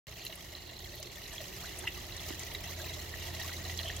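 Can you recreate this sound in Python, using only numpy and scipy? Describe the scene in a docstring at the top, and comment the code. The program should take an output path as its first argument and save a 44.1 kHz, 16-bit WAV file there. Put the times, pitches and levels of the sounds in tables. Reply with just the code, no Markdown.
"""Water trickles into a garden pond, heard while walking slowly closer.
Each drop splashes and traps an air bubble, which rings like a tiny bell. A plastic box and the
pond liner colour and scatter the sound, and drops rap on the box. Runs of small bubbles, spray
ticks, loud plinks and rising gurgles stand out over a pump's hum and a distant motor's drone."""
import sys
import numpy as np
from scipy import signal
from scipy.fft import rfft, irfft
from scipy.io import wavfile
from scipy.ndimage import uniform_filter1d

SR = 44100
rng = np.random.default_rng(int(sys.argv[2]) if len(sys.argv) > 2 else 0)


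def int16_out(signal):
    """Quantize to a 16-bit WAV file."""
    q = np.round(np.clip(np.atleast_2d(signal).T, -1, 1) * 32767)
    wavfile.write(sys.argv[1], SR, q.astype(np.int16))


N = 176400

# How loud the water is while walking closer: time_s, bubbles_db, splashes_db, raps_db
NEARNESS = [(0, -54.5, -56.5, -56), (.25, -52.5, -53.5, -58), (.45, -58, -56, -57),
            (1.05, -51.5, -53.5, -63), (1.35, -51.5, -51.5, -51.5), (1.6, -52, -51.5, -57),
            (2.3, -51.5, -51.5, -51.5), (2.85, -46, -49, -56.5), (3.08, -54.5, -51.5, -53.5),
            (3.45, -48.5, -48.5, -52.5), (4, -49, -50.5, -51.5)]
# How wide splashes and raps sound (higher is wider): pitch_hz, width_db
SPLASH_WIDTH = [(300, 7.5), (1300, -21), (2000, -37), (3500, -9), (5500, 0.5), (8000, 0), (16000, 4)]


def undb(db):
    """Turn decibels into a number to multiply by."""
    return 10 ** (np.asarray(db) / 20)


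def unit(x):
    """Scale a sound so its average power is 1."""
    return x / np.sqrt(np.mean(x ** 2))


def curve(rows, column=1):
    """Loudness over time, from one decibel column of a table."""
    rows = np.array(rows)
    return undb(np.interp(np.arange(N) / SR, rows[:, 0], rows[:, column]))


def wander(hz):
    """A smooth random drift, mostly between -1 and 1, with hz steps a second."""
    hold = int(SR / hz)
    steps = rng.standard_normal(512)[np.arange(N) // hold]
    return 1.3 * uniform_filter1d(uniform_filter1d(steps, hold), hold)


def colour(x, points):
    """Make some pitches louder and others softer, following (pitch_hz, gain_db) points."""
    hz, db = np.array(points).T
    freqs = np.arange(N + 1) * SR / (2 * N) + 1
    log_filter = irfft(np.log(undb(np.interp(np.log(freqs), np.log(hz), db))))
    log_filter[1:N] *= 2  # fold it so it rings only after a sound, never before
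    log_filter[N + 1:] = 0
    return irfft(rfft(x, 2 * N) * np.exp(rfft(log_filter)))[..., :N]


def wide_noise(widths):
    """Stereo noise: one part is the same in both ears, the other is opposite."""
    a, b = rng.standard_normal((2, N))
    same = colour(a, [(hz, -10 * np.log10(1 + undb(2 * db))) for hz, db in widths])
    opposite = colour(b, [(hz, -10 * np.log10(1 + undb(-2 * db))) for hz, db in widths])
    return same + np.array([[1], [-1]]) * opposite


def add(out, start_s, sound):
    """Mix a short sound into a longer one."""
    i = int(np.clip(start_s * SR, 0, N - 1))
    out[..., i:i + sound.shape[-1]] += sound[..., :N - i]


def strength(chance, spread_db, limit):
    """Turn random numbers from 0 to 1 into drop strengths, at most limit times spread_db."""
    return undb(spread_db * np.minimum(-np.log(chance), limit))


def scatter(x, db=-7, decay_s=.014, width=.8):
    """Add quick echoes from the box and liner; width says how much the two ears differ."""
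    t = np.arange(SR // 10) / SR
    noise = rng.standard_normal((3, len(t)))
    tail = (width * noise[:2] + np.sqrt(1 - width ** 2) * noise[2]) * np.exp(-t / decay_s)
    tail *= undb(db) / np.sqrt(np.sum(tail ** 2, axis=1, keepdims=True))
    tail[:, 0] = 1  # the direct sound
    return signal.fftconvolve(x * np.ones((2, 1)), tail, axes=1)


def bubble(hz, cycles, attack_s, rise=.0325):
    """A trapped bubble rings and fades, rising in pitch as it nears the surface."""
    life_s = cycles / hz
    t = np.arange(int(5 * life_s * SR)) / SR
    ring = np.sin(2 * np.pi * hz * (t + rise * t * t / life_s / 2))
    return ring * np.exp(-t / life_s) * (1 - np.exp(-(t / attack_s) ** 2))


def bubbles(drops, spot_count=14, low_hz=282.8, high_hz=6538):
    """Drops trap bubbles at several spots; small, high ones are the most common."""
    # How the box colours the bubbles: pitch_hz, gain_db
    box_tone = [(150, -26.5), (260, -12.5), (345, 11), (460, -4), (650, 3.5), (850, -15), (1150, -10.5),
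                (1480, -16.5), (1720, -7.5), (1930, -1.5), (2200, -5.5), (2480, -12), (2790, -3.5),
                (3050, -4), (3330, -1.5), (3600, -12), (4150, -1.5), (4750, -19), (6200, -6), (8000, -28),
                (16000, -74)]
    spots = np.zeros((spot_count, N))
    for k, (when, chance, pitch, life, rise) in enumerate(drops):
        hz = low_hz * (high_hz / low_hz) ** (pitch ** .52)
        gain = strength(chance, spread_db=1.5, limit=5.6) * (hz / low_hz) ** .96
        ring = bubble(hz, cycles=8.93 * (.5 + life), attack_s=.00097, rise=.13 * rise)
        add(spots[k % spot_count], when * N / SR, gain * ring)
    return unit(colour(sum(scatter(spot, db=0, decay_s=.005) for spot in spots), box_tone))


def splashes(drops, crack_s=.00022, tail_s=.0094):
    """Each drop hits the water with a sharp crack and a short tail of spray."""
    # The colour of the splashes: pitch_hz, gain_db
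    splash_tone = [(150, -22), (350, -18.5), (650, 7.5), (1480, -15), (1950, 2), (4100, -3.5), (4750, 4),
                   (6200, 4.5), (7350, -3.5), (8500, -4), (10000, -4.5), (12300, 2.5), (16000, -12)]
    sizes = strength(drops[:, 1], spread_db=4.4, limit=3.6)
    power = np.bincount((drops[:, 0] * N).astype(int), sizes ** 2, N)
    t = np.arange(SR // 10) / SR
    fade = np.exp(-t / crack_s) + undb(-.5) * np.exp(-t / tail_s)
    loudness = np.sqrt(np.abs(signal.fftconvolve(power, fade ** 2)[:N]))
    return unit(colour(loudness * wide_noise(SPLASH_WIDTH), splash_tone))


def fizz(spot_count=10, per_s=2300, low_hz=3450, high_hz=14980):
    """Fine droplets thrown up by the stream fall back as tiny high pings."""
    # The colour of the finest droplets: pitch_hz, gain_db
    fizz_tone = [(2500, 1), (4100, -0.5), (4750, -4), (6200, 1), (7350, 5), (8300, -14.5), (10000, -6.5),
                 (12300, 2.5), (16000, 10.5)]
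    spots = np.zeros((spot_count, N))
    for k, (when, chance, pitch) in enumerate(rng.random((16384, 3))[:int(per_s * N / SR)]):
        hz = low_hz * (high_hz / low_hz) ** pitch
        ping = strength(chance, spread_db=3.2, limit=3.6) * bubble(hz, cycles=8, attack_s=1 / hz)
        add(spots[k % spot_count], when * N / SR, ping)
    return unit(colour(sum(scatter(spot, db=2, decay_s=.006, width=.85) for spot in spots), fizz_tone))


def trickle(drops_per_s=520, surge_db=1):
    """A surging stream of drops, each with a splash and a bubble, and its fine spray."""
    drops = rng.random((8192, 5))[:int(drops_per_s * N / SR)]
    ringing = bubbles(drops) * curve(NEARNESS, column=1)
    spatter = (splashes(drops) + undb(-2.5) * fizz()) * curve(NEARNESS, column=2)
    return (ringing + spatter) * undb(surge_db * wander(hz=26))


def rap_box(power, fade_s=.0072):
    """Drops break up in a few milliseconds and ring all the box's notes at once."""
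    # The notes the box rings at: pitch_hz, width_hz, gain_db
    box_notes = [(349, 24, 6.5), (660, 420, 0), (1943, 253, 6), (2860, 300, 5), (3317, 135, 2.5),
                 (3930, 700, 1)]
    freqs = np.fft.rfftfreq(N, 1 / SR) + 1
    body = sum(undb(db) / (1 + 1j * (freqs - hz * hz / freqs) / width) ** 2
               for hz, width, db in box_notes)
    t = np.arange(SR // 10) / SR
    loudness = np.sqrt(np.abs(signal.fftconvolve(power, np.exp(-2 * t / fade_s))[:N]))
    bursts = loudness * unit(wide_noise(SPLASH_WIDTH))
    return irfft(rfft(bursts) * body) / np.sqrt(np.mean(np.abs(body) ** 2))


def patter(raps_per_s=200):
    """Drops rap on the box all the time, a few of them heavily."""
    # Heavy drops on the box: start_s, level_db
    heavy_drops = [(.238, -48), (0.25, -39), (0.266, -47), (0.299, -35.5), (0.324, -34.5), (0.692, -35.5),
                   (1.027, -43), (1.403, -35.5), (1.672, -34.5), (1.968, -35.5), (2.862, -33.5),
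                   (3.395, -32.5), (3.412, -30), (3.516, -32), (3.696, -32), (3.795, -29.5), (3.894, -35)]
    when, chance = rng.random((4096, 2))[:int(raps_per_s * N / SR)].T
    light = np.bincount((when * N).astype(int), strength(chance, spread_db=9.5, limit=1.07) ** 2, N)
    start_s, db = np.array(heavy_drops).T
    heavy = np.bincount((start_s * SR).astype(int), undb(db - 7) ** 2, N)
    return unit(rap_box(light)) * curve(NEARNESS, column=3) + rap_box(heavy)


def motor_tone(hz):
    """One slightly unsteady tone of a running motor."""
    t = np.arange(N) / SR
    return np.sqrt(2) * np.sin(2 * np.pi * (hz * t + rng.random()) + .19 * wander(hz=3.85))


def pump_hum(waver_db=2, growth_db_per_s=1.5):
    """Mains electricity makes the pump hum; the hum wavers and slowly gets louder."""
    # The tones in the hum: pitch_hz, level_db
    hum_tones = [(120, -58.5), (180, -64.5), (300, -74), (360, -64), (420, -67), (533, -72)]
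    t = np.arange(N) / SR
    hum = sum(motor_tone(hz) * undb(db + waver_db * wander(hz=5.38)) for hz, db in hum_tones)
    return hum * undb(growth_db_per_s * (t - t.mean()))


def distant_drone(throb_db=1.2):
    """A far-off motor holds one low, throbbing note that grows louder."""
    # How loud the drone is: time_s, level_db
    drone_levels = [(0, -62.5), (1.6, -57.5), (2.3, -52), (2.8, -47), (3.2, -47.5), (4, -43.5)]
    return motor_tone(hz=84.4) * curve(drone_levels) * undb(throb_db * wander(hz=11))


def outdoor_air():
    """Low outdoor rumble with a faint hiss above it."""
    # The colour of the air: pitch_hz, gain_db
    air_tone = [(10, -23), (20, -31), (28, -16), (42, -3), (57, -2), (75, -1.5), (100, -7.5), (128, -7.5),
                (155, -11.5), (240, -16.5), (350, -13), (480, -20.5), (700, -17), (1400, -24), (4000, -22),
                (9000, -45.5), (16000, -51)]
    # How loud it is: time_s, level_db
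    air_levels = [(.4, -52.5), (.9, -52), (2, -48), (4, -47)]
    # How wide it sounds: pitch_hz, width_db
    air_width = [(30, -13), (90, -13.5), (200, -18), (500, -3.5), (1500, 2.5), (16000, 12)]
    return unit(colour(wide_noise(air_width), air_tone)) * curve(air_levels)


def bubble_runs(per_s=330, spread_octaves=.075, spread_db=5):
    """A pocket of air breaks into a thick run of overlapping bubbles."""
    # Runs of small bubbles of similar size: start_s, length_s, pitch_hz, level_db
    runs = [(0.174, 0.097, 2680, -57), (.18, .1, 4190, -55.5), (0.582, 0.25, 4100, -57),
            (0.933, 0.18, 4030, -57), (1.85, 0.048, 2880, -55), (3.851, 0.055, 3080, -44.5)]
    out = np.zeros((2, N))
    for start_s, length_s, centre_hz, db in runs:
        run = np.zeros(SR // 2)
        pitches = centre_hz * 2 ** (spread_octaves * rng.standard_normal(512))
        delays = rng.random(512)
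        sizes = undb(spread_db * rng.standard_normal(512))
        for k, hz in enumerate(pitches[:int(length_s * per_s)]):
            add(run, (k + delays[k]) / per_s, sizes[k] * bubble(hz, cycles=7, attack_s=1 / hz))
        run *= undb(db) / np.sqrt(np.sum(run ** 2) / (length_s * SR))
        add(out, start_s, scatter(run))
    return out


def ticks(fade_s=.0051, width_octaves=.35):
    """Stray droplets land with a sharp tick."""
    # Landing droplets: start_s, level_db, pitch_hz
    droplets = [(0.2513, -37.5, 11800), (.355, -42, 10500), (.79, -45, 6400), (.848, -49, 12000),
                (.955, -43.5, 12500), (.999, -42, 12000), (1.028, -36, 5440), (1.335, -41, 7000),
                (1.7885, -35.5, 9100), (2.166, -37.5, 5970), (2.305, -38.5, 654), (2.394, -36.5, 6860),
                (2.433, -37, 5330), (2.538, -39.5, 12500), (3.494, -38, 1460), (3.775, -35.5, 5700),
                (3.964, -36, 6850)]
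    out, t = np.zeros((2, N)), np.arange(SR // 10) / SR
    freqs = np.fft.rfftfreq(len(t), 1 / SR) + 1
    for start_s, db, hz in droplets:
        band = 1 / (1 + (np.log2(freqs / hz) / width_octaves) ** 2)
        hiss = unit(irfft(rfft(rng.standard_normal((2, len(t)))) * band))
        add(out, start_s, undb(db - .5) * hiss * np.exp(-t / fade_s))
    return out


def plinks(cycles=8, rise=.01, roughness=.35):
    """Single loud bubbles swell as they pinch off and die quickly, roughened by churning water."""
    # Loud bubbles: peak_s, pitch_hz, level_db
    loud_bubbles = [(.267, 4070, -34), (.267, 2760, -35.5), (.298, 644, -44), (.327, 2900, -39.5),
                    (.552, 4060, -32), (.621, 4430, -40), (.768, 4100, -36), (0.844, 4150, -39),
                    (.943, 4050, -39), (1.073, 4340, -43), (1.003, 620, -43), (1.382, 3320, -34.5),
                    (1.405, 642, -39), (1.811, 3420, -36.5), (1.8735, 1986, -25.5), (1.8765, 2780, -21.5),
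                    (2.123, 4000, -37), (2.197, 3420, -35.5), (2.309, 324, -37), (2.55, 2034, -34),
                    (2.55, 3840, -30), (2.898, 3870, -33), (3.141, 1884, -31.5), (3.402, 1880, -35.5),
                    (3.416, 3800, -33), (3.652, 4080, -32.5), (3.697, 1985, -38), (3.791, 3320, -27.5),
                    (3.7915, 4100, -29.5), (3.833, 4170, -31), (3.859, 3140, -32), (3.882, 2980, -32.5),
                    (3.902, 1843, -33.5)]
    out, t = np.zeros((2, N)), np.arange(-SR // 50, SR // 20) / SR
    for peak_s, hz, db in loud_bubbles:
        life_s = min(cycles / hz, .007)
        ring = np.sin(2 * np.pi * hz * (t + rise * t * t / life_s / 2))
        ring *= np.exp(np.minimum(2 * t, -t) / life_s)  # swells twice as fast as it fades
        churn = unit(uniform_filter1d(rng.standard_normal(len(t)), int(2 * SR / hz)))
        add(out, peak_s + t[0], undb(db - 1) * scatter(ring * (1 + roughness * churn)))
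    return out


def gurgles(roughness=.7, grain_s=.001):
    """Short, rough tones slide upward as a hollow in the water closes."""
    # Rising gurgles: start_s, length_s, start_hz, end_hz, level_db
    slides = [(0.376, 0.023, 1084, 1310, -55.5), (1.326, 0.019, 710, 1100, -51.5),
              (1.632, 0.0248, 1083, 1910, -47), (1.831, 0.03, 730, 1030, -47),
              (1.835, 0.012, 1490, 1850, -49), (2.495, 0.023, 870, 936, -50.5),
              (2.793, 0.018, 1550, 1690, -47.5)]
    out = np.zeros((2, N))
    for start_s, length_s, start_hz, end_hz, db in slides:
        progress = np.linspace(0, 1, int(length_s * SR))
        hz = start_hz * (end_hz / start_hz) ** progress
        tone = np.sqrt(np.abs(np.sin(np.pi * progress))) * np.sin(2 * np.pi * np.cumsum(hz) / SR)
        churn = unit(uniform_filter1d(rng.standard_normal(SR), int(grain_s * SR)))[:len(tone)]
        add(out, start_s, undb(db) * scatter(tone * (1 + roughness * churn)))
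    return out


def scene():
    """Water in front of the quiet garden."""
    water = trickle() + patter() + plinks() + bubble_runs() + gurgles() + ticks()
    return water + pump_hum() + distant_drone() + outdoor_air()


def record(dry, silence_s=.069, top_hz=16000):
    """Two microphones colour the sound differently; it starts after a silence, with top treble cut."""
    # How much louder the left microphone is than the right: pitch_hz, difference_db
    balance = [(70, -1), (270, -3.5), (600, -2), (1200, -2), (2300, -0.5), (4300, -4), (6200, -2),
               (8700, 6.5), (12000, -0.5)]
    left = colour(dry[0], [(hz, db / 2) for hz, db in balance])
    right = colour(dry[1], [(hz, -db / 2) for hz, db in balance])
    heard = np.array([left, right]) * (np.arange(N) > silence_s * SR)
    return signal.sosfilt(signal.ellip(10, .2, 70, top_hz, fs=SR, output="sos"), heard)


dry = scene()
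out = record(dry)
int16_out(out)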